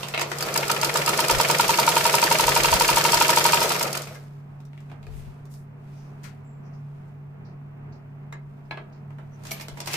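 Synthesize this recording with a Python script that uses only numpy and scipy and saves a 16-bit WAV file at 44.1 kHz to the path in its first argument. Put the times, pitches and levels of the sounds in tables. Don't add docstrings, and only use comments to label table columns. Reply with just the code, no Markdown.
import sys
import numpy as np
from scipy import signal
from scipy.fft import rfft, irfft, next_fast_len
from scipy.io import wavfile
from scipy.ndimage import map_coordinates

SR = 44100
rng = np.random.default_rng(int(sys.argv[2]) if len(sys.argv) > 2 else 0)


def dump_mix(stems):
    frames = np.atleast_2d(stems).T
    limited = np.clip(frames, -1, 1)
    pcm = np.round(limited * 32767).astype(np.int16)
    wavfile.write(sys.argv[1], SR, pcm)


N = 439236


def amp(db):
    return 10 ** (np.asarray(db) / 20)


def unit(x):
    return x / np.sqrt(np.mean(x ** 2) + 1e-20)


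def along(points, hz):
    point_hz, values = np.transpose(points)
    return np.interp(np.log(hz + 1), np.log(point_hz + 1), values)


def curve(rows):
    return np.interp(np.arange(N) / SR, *np.transpose(rows))


def wobble(rate):
    knots = rng.standard_normal(int(N * rate / SR) + 4)
    return map_coordinates(knots, [np.arange(N) * rate / SR])


def swells(rows, floor_db):
    t = np.arange(N) / SR
    gain = amp(floor_db)
    for peak_s, rise, fall, db in rows:
        width = np.where(t < peak_s, rise, fall)
        gain = gain + amp(db) * np.exp(-2 * ((t - peak_s) / width) ** 2)
    return gain


def filtered(x, response):
    m = next_fast_len(x.shape[-1] + 4096)
    return irfft(rfft(x, m) * response(np.fft.rfftfreq(m, 1 / SR)), m)[..., :x.shape[-1]]


def bell(hz, centre_hz, octaves):
    return np.exp(-.5 * (np.log2((hz + 1) / centre_hz) / octaves) ** 2)


def add(track, s, sound):
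    track[:, round(s * SR):][:, :sound.shape[1]] += sound


def mid_side_angle(alike, hz):
    return np.arccos(np.clip(along(alike, hz), -1, 1)) / 2


def rush(spectrum, alike, lumps=1):
    def shape(hz):
        angle = mid_side_angle(alike, hz)
        return amp(along(spectrum, hz)) * [np.cos(angle), np.sin(angle)]
    mid, side = filtered(rng.standard_normal((2, N)) * lumps, shape)
    return unit(np.array([mid + side, mid - side]))


# frequency in Hz, relative level in dB per Hz.
TOP_BAND = [(14500, -36), (14800, 0.5), (15100, 2), (15400, -47.5)]


def top_band():
    return amp(-86.5) * rush(TOP_BAND, [(15000, .3)])


# frequency in Hz, relative level in dB per Hz.
AIR = [(20, -5.5), (60, -20.5), (85, -9), (107, 5.5), (125, -11), (192, 0.5), (250, -4), (310, -16),
       (400, -7.5), (530, -18.5), (640, -12.5), (1200, -19), (2600, -29.5), (4000, -48.5), (13000, -67.5)]
# frequency in Hz, likeness (limited to -1..1).
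AIR_ALIKE = [(60, 0.89), (180, 0.93), (550, 0.12), (1650, -0.02), (4970, -1.134), (15000, 0.33)]
# peak time in seconds, width in seconds, level in dB.
GUSTS = [(.41, 0.018, -47.5), (1.11, 0.045, -61), (1.36, 0.045, -27), (1.69, 0.037, -41),
         (2.02, 0.044, -46), (2.49, 0.051, -46.5), (2.63, 0.32, -38), (2.74, 0.017, -29.5),
         (2.94, 0.029, -40), (3.16, 0.04, -32.5), (3.35, .04, -44.5), (3.65, .1, -58), (4.08, .03, -53),
         (5.15, 0.12, -35.5), (5.29, .04, -38), (5.55, 0.055, -53), (9.74, .04, -44)]
# frequency in Hz, relative level in dB per Hz.
BUFFET = [(15, -16.5), (35, -1), (60, -5), (120, -7), (250, -43.5), (600, -120)]
HUM_HZ, HUM_DB, AIR_DB = 142.8, -40.5, -50
DRAUGHT_DB, RIGHT_PORT_DB = -60, -20


def fan():
    t = np.arange(N) / SR
    hum = amp(HUM_DB + 1.6 * wobble(8)) * np.sin(2 * np.pi * HUM_HZ * t + 0.41 * wobble(4.4))
    hum = hum * amp([[-.4], [.4]])
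    air = amp(AIR_DB) * rush(AIR, AIR_ALIKE, amp(1.6 * wobble(7))) * amp([[-.6], [.6]])
    puffs = swells([(s, width, width, db) for s, width, db in GUSTS], DRAUGHT_DB)
    flutter = amp(0.87 * wobble(15) + 2.5 * wobble(4.3))
    gusts = puffs * rush(BUFFET, [(40, 0.18)], flutter) * amp([[0], [RIGHT_PORT_DB]])
    return hum + air + gusts


# peak time in seconds, rise in seconds, fall in seconds, level in dB.
RUSTLE = [(4.5, .15, .4, -85), (4.85, 0.15, 0.22, -76), (8.55, 0.14, .15, -90.5), (5.15, 0.1, 0.27, -61.5),
          (5.95, 0.16, 0.27, -69.5), (6.28, 0.14, 0.16, -73.5), (7.07, 0.57, 0.12, -80.5),
          (8.78, 0.35, 0.28, -86), (9.2, 0.12, 0.34, -82), (9.5, 0.044, 0.075, -54),
          (9.6, 0.18, 0.068, -49.5), (9.72, .12, 0.15, -60), (9.96, 0.11, .1, -35.5)]
# frequency in Hz, relative level in dB per Hz.
CLOTH = [(1470, -15.5), (2500, -9), (2970, -12.5), (10900, -22), (14600, -23.5), (15600, -20.5),
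         (16000, -47.5)]
# start in seconds, length in seconds, share of it spent rising,
# centre in Hz, width in octaves, level in dB.
HISSES = [(5.09, .18, .5, 9000, .6, -61), (5.483, 0.21, 0.17, 7950, 1, -58.5),
          (8.64, .07, 0.28, 5250, .15, -78), (5.872, 0.34, 0.35, 5500, 0.22, -67.5),
          (6.439, 0.23, 0.091, 7470, 0.044, -69), (6.617, 0.12, 0.4, 5600, 0.23, -70.5),
          (6.71, 0.13, 0.25, 5280, 0.26, -69.5), (7.058, 0.063, 0.39, 7000, 0.57, -78),
          (7.447, 0.13, .03, 4800, 0.25, -66.5), (7.92, 0.11, 0.043, 4830, 0.29, -65),
          (8.923, 0.12, 0.027, 4800, 0.34, -67.5), (9.304, 0.1, 0.37, 5970, .06, -66)]
STILL_DB = -78.5


def rustle():
    out = swells(RUSTLE, STILL_DB) * rush(CLOTH, [(1000, 0.1)], amp(1.3 * wobble(320)))
    t = np.arange(SR // 3) / SR
    for s, length, rise, hz, octaves, db in HISSES:
        noise = rng.standard_normal((2, len(t)))
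        hiss = unit(filtered(noise, lambda f: bell(f, hz, octaves)))
        swell = np.interp(t, [0, rise * length, length], [0, 1, 0]) ** 1.6
        add(out, s, amp(db) * swell * hiss)
    return out


# frequency in Hz, likeness.
ALIKE = [(60, .6), (180, .95), (550, .75), (1650, .25), (5000, .03), (15000, -.05)]
# frequency in Hz, time in seconds to fall 60 dB.
ROOM = [(200, 0.56), (1000, 0.29), (4000, 0.19), (14000, 0.033)]


def room(x):
    out, step = np.zeros((2, N + SR)), SR // 3
    for start in range(0, N, step):
        hz, t, z = signal.stft(rng.standard_normal((2, SR // 2)), SR, nperseg=256)
        angle = mid_side_angle(ALIKE, hz)[:, None]
        mid, side = z[0] * np.cos(angle), z[1] * np.sin(angle)
        fade = amp(-60 * t / along(ROOM, hz)[:, None])
        tail = signal.istft([mid + side, mid - side] * fade, SR, nperseg=256)[1]
        tail = tail / np.linalg.norm(tail[0])
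        echo = signal.fftconvolve(x[:, start:start + step], tail, axes=1)
        add(out, start / SR + .006, echo)
    return out[:, :N]


# frequency in Hz, level in dB, time in seconds to fall 60 dB.
STEEL = [
    [(1140, -9, 0.087), (1640, -3, 0.14), (1730, -5, 0.14), (2090, 2, 0.1), (3840, -2, 0.036),
     (5200, -14, .05), (6810, -9, 0.088), (7870, -17, .08)],
    [(900, -5, 0.12), (1040, -6, 0.11), (1300, -12, 0.093), (1662, -5, 0.13), (2260, 1.5, 0.044),
     (2590, 0, 0.04), (3390, -16, 0.17), (4050, -2, 0.023), (4320, -6, 0.03), (5820, -29, .04)],
    [(645, -1, 0.047), (2220, 0, 0.046), (2370, -4, 0.041), (5710, 3, .025), (8150, -2, .03),
     (10660, -6, 0.077), (13200, -4, 0.14)],
    [(1330, -4.5, 0.032), (2160, -4, .05), (2613, 1.5, 0.027), (3800, -5, .02)],
    [(432, -0.5, 0.16), (696, -4, .04), (1250, -9, .03), (1710, -7, .04), (2490, 1, .02)],
]
# time in seconds, level in dB.
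STEEL_KNOCKS = [
    [(4.154, -49), (8.325, -42.5)],
    [(8.7095, -32.5), (8.7728, -48)],
    [(9.5106, -44), (9.5154, -29), (9.6, -47), (9.615, -44), (9.63, -53)],
    [(.1382, -32), (.145, -20.5), (.1765, -22.5), (.187, -24.5), (.2147, -25), (5.029, -56), (9.876, -37),
     (9.94, -28.5)],
    [(4.0715, -48), (4.155, -51), (4.9153, -53), (5.0674, -43)],
]
STEEL_ROUGH = .055


def steel():
    out, t = np.zeros((2, N + SR)), np.arange(SR // 4) / SR
    for modes, knocks in zip(STEEL, STEEL_KNOCKS):
        hz, mode_db, t60 = np.transpose(modes)[:, :, None]
        for s, db in knocks:
            start, lag = rng.standard_normal((2, len(modes), 1))
            drift = STEEL_ROUGH * np.cumsum(rng.standard_normal((len(modes), len(t))), axis=1)
            phase = 2 * np.pi * hz * t + start + drift
            size = amp(db + mode_db - 60 * t / t60) * (1 - np.exp(-t / 0.00054))
            sides = [np.sum(size * np.sin(phase + side * lag * hz / 5000), 0) for side in (-1, 1)]
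            add(out, s, np.array(sides))
    return out[:, :N]


# frequency in Hz, level in dB, time in seconds to fall 60 dB, rise in seconds.
BODY = [(343.6, 3, 0.16, 0.0069), (411, 1, 0.072, 0.0034), (466, -5.5, 0.079, 0.0063),
        (517, -13, 0.047, 0.008), (632.3, -7, 0.14, 0.0014), (826, -15, 0.043, 0.0025),
        (934, 4.5, .047, .0045), (975, -12, 0.035, 0.005), (1024, -7.5, 0.021, .004),
        (1350, -4.5, 0.024, 0.003), (1463, -3.5, 0.033, 0.0057), (1140, -10.5, 0.016, 0.0027),
        (1258, -6.5, 0.043, 0.002), (1360, -6, 0.031, 0.0023), (1756, -7.5, 0.035, 0.00059),
        (2195, -3.5, 0.036, 0.0018), (2437, 0.5, 0.036, 0.0025), (2730, -3.5, 0.046, 0.00025),
        (3176, -3.5, 0.054, 0.0012), (4220, -5, 0.053, .0005), (4565, 1.5, 0.04, 0.00032),
        (5025, -1.5, 0.025, 0.00033), (5144, -1.5, 0.061, 0.00038), (6440, 8.5, 0.0077, 0.00032),
        (7740, 3.5, 0.025, 0.00021), (13300, -11.5, 0.055, .0005)]


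def blow(ring_hz, ring_octaves, ring_db, crack_hz, crack_octaves, crack_db, rise, t60, scatter_db, held_t60=1):
    t = np.arange(SR // 12) / SR
    noise = rng.standard_normal((3, len(t)))
    lumps = amp(1.5 * np.interp(t * 900, np.arange(100), rng.standard_normal(100)))
    burst = (noise[1:] + 0.087 * noise[0]) * lumps
    crack = unit(filtered(burst, lambda hz: bell(hz, crack_hz, crack_octaves)))
    crack = crack * amp(crack_db - 60 * t / t60) * (1 - np.exp(-(t / rise) ** 2))

    near = bell(np.array(BODY)[:, 0], ring_hz, ring_octaves) > .02
    hz, db, ring_t60, ring_rise = np.transpose(BODY)[:, near, None]
    chance = rng.standard_normal((len(BODY), 4))[near]
    spread = np.minimum(.2 + 1.2 * np.abs(np.log2(hz / 930)), .9)
    size = amp(db + ring_db + scatter_db * spread * chance[:, :1]) * bell(hz, ring_hz, ring_octaves)
    swell = amp(-60 * t / ring_t60 - 60 * t / held_t60) * (1 - np.exp(-(t / ring_rise) ** 2))
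    lag = chance[:, 1:2] * hz / 2400
    detune = 1 + 0.0063 * spread * chance[:, 2:3]
    phase = 2 * np.pi * hz * detune * t + 4 * chance[:, 3:]
    return crack + [np.sum(size * swell * np.sin(phase + side * lag), 0) for side in (-1, 1)]


# time in seconds, level in dB, clack in Hz,
# thump in dB, brightness in dB, time in seconds for the burst to fall 60 dB.
CLICKS = [(0.0308, -25.5, 2900, -10.5, -27, 0.038), (0.0844, -26.5, 2360, -11, -22, 0.023),
          (0.1382, -25, 2560, -6, -43, 0.083), (0.145, -17.5, 2250, -13, -36, 0.027),
          (.1765, -25, 2580, -6.5, -29, 0.061), (0.1946, -20.5, 2120, -5, -23.5, 0.025),
          (0.2107, -22, 2500, -18, -19, .02), (0.2147, -22.5, 2510, -4.5, -20, 0.047),
          (0.3161, -20.5, 1720, -8.5, -29.5, 0.038), (4.019, -47, 1880, -13, -4.5, 0.033),
          (4.0715, -36.5, 2050, -14, -26, .048), (4.146, -46.5, 1690, -9, -23, 0.1),
          (4.6029, -55, 2500, -4, -23, 0.03), (4.652, -61, 1500, -6, -14, 0.036),
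          (4.7316, -44, 2060, -6, -39, 0.022), (4.776, -43.5, 2060, -21, -39, 0.036),
          (4.8037, -55, 1700, -3, -21, 0.032), (4.8977, -50, 2030, -14, -33, 0.058),
          (4.9153, -45, 2150, 0, -33, 0.042), (5.0287, -44, 2510, -14, -29, 0.02),
          (5.0674, -45, 2510, -10, -24, 0.016), (5.454, -56, 1540, -9, -19.5, 0.039),
          (5.5386, -54, 1620, -13, -16, 0.044), (6.2334, -52, 1700, -4, -17, 0.047),
          (6.239, -45, 1760, -16, -24.5, 0.2), (8.325, -40, 1990, 0.5, -31, 0.036),
          (8.7098, -30, 2290, -6, -56, 0.031), (8.7725, -38, 2020, -1, -49, 0.056),
          (9.105, -51, 1530, 2, -34, 0.042), (9.1837, -53, 2030, 3.5, -34, 0.1),
          (9.436, -52, 2050, 1, -14, .035), (9.4512, -42.5, 2280, -2, -20, 0.07),
          (9.469, -46, 2260, -18, -10.5, 0.027), (9.5093, -32.5, 2410, -14, -20, 0.031),
          (9.5154, -33.5, 2210, -4.5, -16, 0.037), (9.598, -37, 2290, -5, -30, 0.044),
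          (9.6098, -35.5, 2290, -13, -21, 0.035), (9.6834, -28.5, 2360, -5.5, -23, 0.015),
          (9.7718, -45, 1870, -1, -25, 0.14), (9.803, -30.5, 2160, -4, -16.5, 0.024),
          (9.859, -45, 1630, -2, -11, 0.042), (9.8727, -28.5, 1900, -7.5, -20.5, 0.059),
          (9.933, -28.5, 2580, -12, -15.5, 0.034), (9.939, -24.5, 2400, -6, -20, 0.033)]
# centre in Hz, width in octaves, ring in dB, crack in dB.
CLICK_PARTS = [(756, 0.89, -1, 3), (5090, 0.56, -1, 18), (11230, 1, 4.5, 11.5)]
CLICK_RISE_S, SHEEN_DB, CLICK_PAN_DB = 0.0012, 4, 2.5


def clicks():
    out = np.zeros((2, N + SR))
    for s, db, clack_hz, thump_db, bright_db, t60 in CLICKS:
        sound = blow(clack_hz, 0.12, -1, clack_hz, 0.6, -3.5, CLICK_RISE_S, t60,
                     scatter_db=1.5, held_t60=1.2 * t60)
        part_levels = (thump_db, bright_db, bright_db + SHEEN_DB)
        for part_db, (hz, octaves, ring_db, crack_db) in zip(part_levels, CLICK_PARTS):
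            part = blow(hz, octaves, ring_db, hz, octaves, crack_db, CLICK_RISE_S, t60,
                        scatter_db=0.0, held_t60=3 * t60)
            sound += amp(part_db) * part
        pan_db = np.array([[.5], [-.5]]) * CLICK_PAN_DB * rng.standard_normal()
        add(out, s - CLICK_RISE_S / 2, amp(db + pan_db) * sound)
    return out[:, :N]


# time in seconds, speed in turns per second.
SPEED = [(.385, 5.913), (.544, 6.953), (.983, 8.17), (1.342, 9.793), (1.663, 10.466), (2.084, 11.705),
         (2.16, 11.262), (2.305, 11.893), (2.936, 12.405), (3.499, 12.505), (3.678, 11.222), (3.874, 7.018),
         (4.2, 3.75)]


def turns_made():
    t = np.arange(N) / SR
    moving = t >= SPEED[0][0]
    return np.cumsum(curve(SPEED) * moving) / SR + t * 1e-9


# time in seconds, level in dB relative to full running.
SHAKE = [(0, -12.5), (.2, -21), (.45, -7), (.56, -5.5), (.92, -5.5), (1.33, -3), (2.9, -3.5), (3.63, -2.7),
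         (3.85, -5.5), (3.92, -9), (4.14, -21.5), (4.2, -32.5), (4.4, -48)]
# frequency in Hz, relative level in dB per Hz.
RUMBLE = [(88, -29.5), (150, -6), (252, -18.5), (470, -8.5), (616, -7), (744, -9.5), (930, -14.5),
          (1120, -14.5), (1310, -8), (1600, -20), (2500, -16.5), (3250, -55), (5500, -120)]
# frequency in Hz, relative level in dB per Hz.
RATTLE = [(710, -30), (1200, -9), (1630, -15), (2730, -12.5), (3700, -13), (5020, -12.5), (10600, -20),
          (13000, -17.5), (15200, -24), (16000, -39)]
FULL_SPEED = 12
RUMBLE_DB, RATTLE_DB = -26, -25.5
RATTLE_GROWS, RATTLE_DB_PER_OCTAVE = 0.71, 8
PULSE_DB, QUIET_ANGLE = 1.5, -0.13


def running():
    shake_db = curve(SHAKE + [(SHAKE[-1][0] + .1, -90)])
    rumble = amp(RUMBLE_DB + shake_db)
    speed_db = RATTLE_DB_PER_OCTAVE * np.log2(curve(SPEED) / FULL_SPEED)
    rattle = amp(RATTLE_DB + RATTLE_GROWS * shake_db + speed_db)
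    ticks = (rng.random(N) < 500 / SR) * amp(1.5 * rng.standard_normal(N))
    grain = 2.0 + unit(signal.lfilter([1], [1, -.97], ticks))

    def low_modes(f):
        return 1.6 + sum(bell(f, mode[0], 0.045) for mode in BODY if mode[0] < 700)
    drone = unit(filtered(rush(RUMBLE, ALIKE, amp(1.5 * wobble(70))), low_modes))
    pulse = amp(-PULSE_DB * np.cos(2 * np.pi * (turns_made() - QUIET_ANGLE)))
    return pulse * (rumble * drone + rattle * rush(RATTLE, ALIKE, grain))


# ring centre in Hz, ring width in octaves, ring in dB, crack centre in Hz, crack width in octaves,
# crack in dB, crack rise in seconds, time in seconds for the crack to fall 60 dB.
CONTACTS = [(5500, .6, -12, 7400, .8, 0, .0016, .024), (1000, .4, 0, 2800, 1, -5, .004, .035),
            (6000, .6, -12, 8000, .9, -1, .002, .03), (5000, .8, -13, 7500, 1.25, 2, .0024, .025),
            (1900, .6, -7, 2100, .6, -3, .003, .05)]
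# shaft angle in turns, slack in seconds, lag in turns when coasting.
CAMS = [(0, -.0008, 0), (.14, -.0027, 0), (.13, 0, .01), (.222, .0026, .03), (.67, -.0075, 0)]
# dB at full speed, dB per octave of speed, dB per dB of shake,
# dB added when coasting, random scatter in dB.
STRENGTHS = [(-14, 7.5, .05, -3, 1.5), (-5, 1, .85, -4, .5), (-20, 0, .25, -3, 1.5),
             (-11.5, 1.5, .36, -2, 1.3), (-12.5, 0, .75, -7, 1.2)]
# angle in turns, centre in Hz, width in octaves, level in dB relative to the tick.
CHATTER = [(0.33, 2700, 1, -16), (.33, 400, 0.98, -11), (0.92, 3000, 0.79, -17), (.79, 470, 0.52, -12.5),
           (.45, 500, 0.22, -6), (.088, 2800, 0.5, -2), (.115, 2440, .2, 1.5), (.27, 930, .1, -3.5),
           (0.65, 6100, .6, -7), (.245, 1400, 0.23, 2.5), (0.28, 3400, 0.35, -2), (.61, 930, 0.14, 1.5),
           (0.69, 1600, .2, 0), (0.56, 1250, 0.15, -10)]
TURNS, COAST_S = 37.5, 3.58
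SLOW_SHARPENS = .48
FIRM_SPEED, LOOSE_DB_PER_OCTAVE, LOOSE_COAST_DB = 7, 30, -3


def stitches():
    out, t = np.zeros((2, N + SR)), np.arange(N) / SR
    speed, shake_db, turned = curve(SPEED), curve(SHAKE), turns_made()
    full_db, per_octave, per_shake, coast_db, scatter_db = np.transpose(STRENGTHS)
    for turn in np.arange(TURNS):
        k = np.searchsorted(turned, turn + 1e-6)
        coasting = t[k] > COAST_S
        levels = full_db + per_octave * np.log2(speed[k] / FULL_SPEED) + per_shake * shake_db[k]
        levels = levels + coast_db * coasting + scatter_db * rng.standard_normal(len(STRENGTHS))
        loose_db = LOOSE_DB_PER_OCTAVE * min(0, np.log2(speed[k] / FIRM_SPEED)) + LOOSE_COAST_DB * coasting
        voices = np.array(CONTACTS)
        voices[1, 2] += loose_db
        voices[1, 0] *= (speed[k] / FULL_SPEED) ** -SLOW_SHARPENS
        for db, (angle, slack, lag), voice in zip(levels, CAMS, voices):
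            if turn + angle < TURNS:
                s = max(t[k], np.interp(turn + angle + lag * coasting, turned, t)) + slack
                add(out, s, amp(db) * blow(*voice, scatter_db=2.5))
        for angle, hz, octaves, db in CHATTER:
            shift, loud = rng.standard_normal(2)
            if turn + angle < TURNS:
                sound = blow(hz, octaves, -8.5 + loose_db, hz, octaves, -2.5, 0.0018, 0.014, scatter_db=2.0)
                s = np.interp(turn + angle + .008 * shift, turned, t)
                add(out, s, amp(levels[0] + db + 1.8 * loud) * sound)
    return out[:, :N]


# frequency in Hz, left over right in dB.
BALANCE_DB = [(60, 0.5), (240, -0.5), (950, 0), (3770, 0), (15000, -2)]


def scene():
    turning, handled, knocked = stitches(), clicks(), steel()
    echoes = amp(-13.5) * room(turning + amp(9) * handled + amp(4) * knocked)
    machine = turning + handled + knocked + echoes + running()
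    balanced = filtered(machine, lambda hz: amp(along(BALANCE_DB, hz) * [[.5], [-.5]]))
    return balanced + rustle() + fan() + top_band()


TOP_HZ = 16600


def record(dry):
    rounded = dry / (1 + np.abs(dry / .95) ** 6) ** (1 / 6)
    dulling = [(13500, 2.0), (15300, 1.0), (15800, -24.5), (16600, -41.5)]  # Hz, dB
    return filtered(rounded, lambda hz: amp(along(dulling, hz)) * (hz < TOP_HZ))


dry = scene()
out = record(dry)
dump_mix(out)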